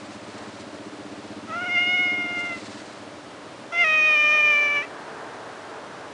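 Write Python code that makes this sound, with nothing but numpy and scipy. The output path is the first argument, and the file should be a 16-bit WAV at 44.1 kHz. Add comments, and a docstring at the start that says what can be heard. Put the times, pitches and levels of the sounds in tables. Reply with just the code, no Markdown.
"""Beside a cat, within earshot of a road. Outside, a slow single-cylinder engine thuds through its
exhaust and fades, and tyre noise swells. Up close, a hand brushes softly through the fur and the cat
gives two long meows, vocal-fold harmonics shaped by throat and mouth: the first with the mouth half
closed, the second wide open, its pitch breaking downward just after the start."""
import sys
import numpy as np
from scipy import signal
from scipy.fft import rfft, irfft, next_fast_len
from scipy.io import wavfile
from scipy.ndimage import uniform_filter1d

SR = 44100
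rng = np.random.default_rng(int(sys.argv[2]) if len(sys.argv) > 2 else 0)


def master_out(mix):
    """Clip the mix to full scale and print it as 16-bit PCM to the path in sys.argv[1]."""
    frames = np.transpose(np.atleast_2d(mix))
    ceiling = np.clip(frames, -1, 1)
    pcm = np.round(ceiling * 32767).astype(np.int16)
    wavfile.write(sys.argv[1], SR, pcm)


N = 270465
TIME = np.arange(N) / SR


def undb(db):
    """Decibels to gain."""
    return 10 ** (np.asarray(db) / 20)


def unit(x):
    """Scale to rms 1."""
    return x / np.sqrt(np.mean(x ** 2))


def curves(table):
    """Each value column of a time table, interpolated per sample."""
    times_s, *columns = np.transpose(table)
    return [np.interp(TIME, times_s, column) for column in columns]


def colour_db(spectrum, hz):
    """Interpolate a spectrum on a log-frequency axis."""
    points_hz, points_db = np.transpose(spectrum)
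    return np.interp(np.log(hz + 1e-9), np.log(points_hz), points_db)


def noise(spectrum):
    """Coloured noise, rms 1, rolled off below the first point."""
    size = next_fast_len(N)
    hz = np.fft.rfftfreq(size, 1 / SR)
    gain = undb(colour_db(spectrum, hz)) * np.minimum(hz / spectrum[0][0], 1) ** 2
    white = rfft(rng.standard_normal(size))
    return unit(irfft(white * gain, size)[:N])


def walk(rate_hz):
    """Smoothed random steps, rms 1."""
    hold = max(int(SR / rate_hz), 2)
    steps = np.repeat(rng.standard_normal(N // hold + 1), hold)
    return unit(uniform_filter1d(uniform_filter1d(steps, hold), hold)[:N])


def swells(table):
    """Gain of bell-shaped swells, summed in power."""
    bells = [undb(db) * np.exp(-((TIME - peak_s) / half_s) ** 2) for peak_s, half_s, db in table]
    return np.sqrt(sum(bell ** 2 for bell in bells))


def exhaust(pulses, modes):
    """Pulses ring the pipe's resonances, two band-pass stages each; rms 1."""
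    ringing = 0
    for hz, width_hz, db in modes:
        band = signal.tf2sos(*signal.iirpeak(hz, hz / width_hz, SR))
        ringing = ringing + undb(db) * signal.sosfilt(np.vstack([band, band]), pulses)
    return unit(ringing)


def engine(scatter_db=.9, stray_s=.0001):
    """Each firing rings the exhaust and arrives several times by way of the walls."""
    # Idle speed. Each row: time in seconds, firings per second.
    idle = [(0, 15.55), (.85, 15.45), (1.1, 15.95), (2.5, 15.95), (3, 15.55), (6.2, 15.5)]
    # Sound paths between walls. Each row: delay in seconds, gain in dB.
    paths = [(0, 0), (.0102, 0), (.0198, -4.5), (.031, -14)]
    # Exhaust resonances, low and hollow. Each row: centre in Hz, stage width in Hz, relative level in dB.
    boom_modes = [(125, 51, -1), (239, 58, 6.5)]
    ring_modes = [(286, 79, 5.5), (375.4, 30, 0), (570, 52, -10.5)]
    # Loudness. Each row: time in seconds, boom level in dB, ring level in dB.
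    levels = [(0, -46, -46.5), (.6, -47.5, -47), (.95, -50, -40), (1.42, -43.5, -44.5), (1.8, -47, -46.5),
              (2.15, -47.5, -39), (2.7, -46, -45.5), (3.6, -70, -53.5)]
    (firing_hz,), (boom_db, ring_db) = curves(idle), curves(levels)
    cycles = np.cumsum(firing_hz) / SR - .31
    fired_s = TIME[1:][np.diff(np.floor(cycles)) > 0]
    pulses = np.zeros(N)
    for delay_s, db in paths:
        scatter, stray = rng.standard_normal((len(fired_s), 2)).T
        arrival_s = fired_s + delay_s + stray_s * stray
        at = np.clip(arrival_s * SR, 0, N - 1).astype(int)
        pulses[at] += undb(db + scatter_db * scatter)
    return exhaust(pulses, boom_modes) * undb(boom_db) + exhaust(pulses, ring_modes) * undb(ring_db)


def outdoor_air(level_db=-41):
    """Steady background rush."""
    # Air spectrum. Each row: frequency in Hz, relative density in dB.
    spectrum = [(30, -40.5), (55, -30), (80, -16), (125, -10), (170, -11), (220, -9), (290, -5.5),
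                (400, -7.5), (480, -8), (590, -3), (740, -9), (1250, -11), (1900, -16.5), (4100, -22),
                (10000, -34.5)]
    return noise(spectrum) * undb(level_db)


def traffic(flicker_db=.7):
    """Tyres on a road: noise that swells and flickers."""
    # Tyre spectrum. Each row: frequency in Hz, relative density in dB.
    spectrum = [(70, -37), (125, -12.5), (180, -18.5), (310, -15), (440, 5), (530, -11.5), (650, -1),
                (950, -2), (1280, -4.5), (1450, -5.5), (1630, -4), (2100, -14.5), (4000, -39.5)]
    # Traffic swells. Each row: peak time in seconds, half length in seconds, level in dB.
    passes = [(.42, 0.14, -44.5), (2.4, 1, -51.5), (5.05, 1, -39.5), (6, 0.45, -44)]
    return noise(spectrum) * swells(passes) * undb(flicker_db * walk(25))


def hand(grain_db=2.5):
    """Fingers slide through fur: a soft, grainy hiss per stroke."""
    # Fur spectrum. 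Each row: frequency in Hz, relative density in dB.
    spectrum = [(600, -17.5), (1800, 2.5), (3200, -3.5), (4300, 1.5), (6000, -5.5), (8000, -6.5),
                (10000, -19)]
    # Strokes. Each row: peak time in seconds, half length in seconds, level in dB.
    strokes = [(.1, 1, -52), (1.45, 0.41, -55), (2.65, 0.32, -47)]
    return noise(spectrum) * swells(strokes) * undb(grain_db * walk(90))


def meow(pitch, level, mouth, width_hz, tilt_db, rasp_db, waver, jitter, shimmer_db, flutter_db, trim_db):
    """Vocal-fold harmonics pass the throat and one moving mouth resonance; turbulence adds rasp."""
    # Jaw, dropping in the second meow. Each row: time in seconds, opening from 0 to 1.
    jaw = [(2.6, 0.7), (3.72, 0.56), (3.81, 0.52), (3.86, 1)]
    # Throat response, jaw nearly shut and wide open. Each row: frequency in Hz, relative gain in dB.
    throat_shut = [(700, 5), (1420, -7), (2150, 2.5), (2870, 11.5), (3400, 19.5), (3600, -0.5),
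                   (4250, -20.5), (5000, 4), (5700, -29.5), (7000, -25.5), (10000, -45.5)]
    throat_open = [(600, 2), (1220, 3), (1830, 0), (2420, 1), (3000, -3), (3500, -15), (3750, -7),
                   (4250, -13.5), (4850, -15), (5500, -6), (6200, -8), (7200, -22.5), (8500, -27),
                   (9400, -16), (10500, -27)]
    # Turbulence spectrum. Each row: frequency in Hz, relative density in dB.
    turbulence = [(300, -3.5), (900, -6), (1600, -2.5), (2400, 9), (3100, 0), (4400, -15), (5500, -1),
                  (6400, -7), (7300, -18), (8500, -24.5), (9400, -15.5), (10500, -50.5)]
    (hz,), (level_db,), (mouth_hz,), (opening,) = map(curves, (pitch, level, mouth, jaw))
    start_s, end_s = level[0][0], level[-1][0]
    on = (TIME > start_s) & (TIME < end_s)
    # Effort brightens the voice and clears the rasp; the folds also settle with time.
    easy_db, settle_db_per_s = -18, 2.5
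    effort_db = level_db[on] - easy_db
    slope_db_per_octave = tilt_db + .1074 * effort_db
    hiss_db = rasp_db - .67 * effort_db - settle_db_per_s * (TIME[on] - start_s)
    hz = hz * (1 + waver * walk(70) + jitter * walk(600))
    phase = 2 * np.pi * np.cumsum(hz[on]) / SR
    harmonic = np.arange(1, 18)[:, None]
    partial_hz = harmonic * hz[on]
    shut_db, open_db = colour_db(throat_shut, partial_hz), colour_db(throat_open, partial_hz)
    throat_db = (1 - opening[on]) * shut_db + opening[on] * open_db
    resonance = 1 / (1 + 2j * (partial_hz - mouth_hz[on]) / width_hz)
    # Uneven fold closure unsettles high harmonics most, in strength and timing.
    unrest = np.minimum(harmonic / 10, 1)
    swing_db = flutter_db * unrest * np.array([walk(35)[on] for _ in harmonic])
    slip_rad = .025 * unrest * np.array([walk(150)[on] for _ in harmonic])
    partials = resonance * undb(throat_db + slope_db_per_octave * np.log2(harmonic) + swing_db)
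    overtone_rms = np.sqrt(np.sum(abs(partials[1:]) ** 2, axis=0) / 2)
    voice = np.zeros(N)
    voice[on] = np.sum(partials * np.exp(1j * harmonic * (phase + slip_rad)), axis=0).real / overtone_rms
    # Air hisses through the folds in each open phase.
    voice[on] += undb(hiss_db) * noise(turbulence)[on] * (1 + .5 * np.cos(phase))
    fade = np.clip(np.minimum(TIME - start_s, end_s - TIME) / .003, 0, 1)
    return voice * fade * undb(level_db + trim_db + shimmer_db * walk(110))


def cat():
    """A half-closed meow, then a wide open one."""
    # Fold pitch. Each row: time in seconds, pitch in Hz.
    arching_pitch = [(1.48, 663.8), (1.516, 630.9), (1.534, 673.6), (1.542, 658.0), (1.57, 702.6),
                     (1.592, 692.3), (1.62, 727.1), (1.65, 702.0), (1.67, 730.8), (1.692, 693.8),
                     (1.738, 717.2), (1.774, 699.2), (1.792, 712.5), (2.024, 722.0), (2.478, 697.8),
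                     (2.575, 679.8)]
    breaking_pitch = [(3.737, 682), (3.809, 700), (3.84, 680), (3.845, 633), (4.0, 618), (4.08, 622),
                      (4.17, 602), (4.28, 601), (4.36, 610), (4.57, 587), (4.82, 579), (4.833, 660)]
    # Vocal effort. Each row: time in seconds, level before trim in dB.
    first_level = [(1.475, -49), (1.481, -41), (1.537, -28.5), (1.669, -30), (1.775, -19), (1.871, -23),
                   (1.891, -21.5), (2.021, -21), (2.319, -30.5), (2.385, -27.5), (2.533, -31.5),
                   (2.6, -47.5)]
    second_level = [(3.718, -60), (3.724, -31.5), (3.812, -15.5), (3.856, -20.5), (3.964, -18),
                    (4.514, -17.5), (4.716, -22), (4.786, -22), (4.855, -39)]
    # Mouth, quick to open and slow to close. Each row: time in seconds, resonance in Hz.
    first_mouth = [(1.5, 1250), (1.63, 1570), (1.71, 1990), (1.88, 2400), (2.06, 2180), (2.2, 2000),
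                   (2.6, 1850)]
    second_mouth = [(3.72, 1520), (3.78, 2040), (3.87, 2350), (4.07, 2490), (4.85, 2225)]
    first = meow(arching_pitch, first_level, first_mouth, width_hz=297, tilt_db=1.3, rasp_db=-27.5,
                 waver=.0046, jitter=.0034, shimmer_db=.78, flutter_db=3.0, trim_db=-.17)
    second = meow(breaking_pitch, second_level, second_mouth, width_hz=342, tilt_db=-.45, rasp_db=-21.5,
                  waver=.0039, jitter=.0037, shimmer_db=.42, flutter_db=2.5, trim_db=-.2)
    return first + second


def room(source, t60_s=.51, gain_db=-24):
    """Nearby walls return a short, weak scatter."""
    t = TIME[:SR // 2]
    decay = np.exp(-np.log(1000) * t / t60_s)
    tail = rng.standard_normal(len(t)) * decay * (t > .003)
    return undb(gain_db) * signal.fftconvolve(source, tail / np.linalg.norm(tail))[:N]


def scene():
    """Mono mix: cat and hand up close, engine, air and traffic behind."""
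    voice = cat()
    outside = engine() + outdoor_air() + traffic()
    return (voice + room(voice) + hand() + outside)[None]


def record(dry):
    """Steep elliptic low-pass on the mix."""
    cutoff_hz = 10100
    return signal.sosfilt(signal.ellip(12, .2, 70, cutoff_hz, fs=SR, output="sos"), dry)


dry = scene()
out = record(dry)
master_out(out)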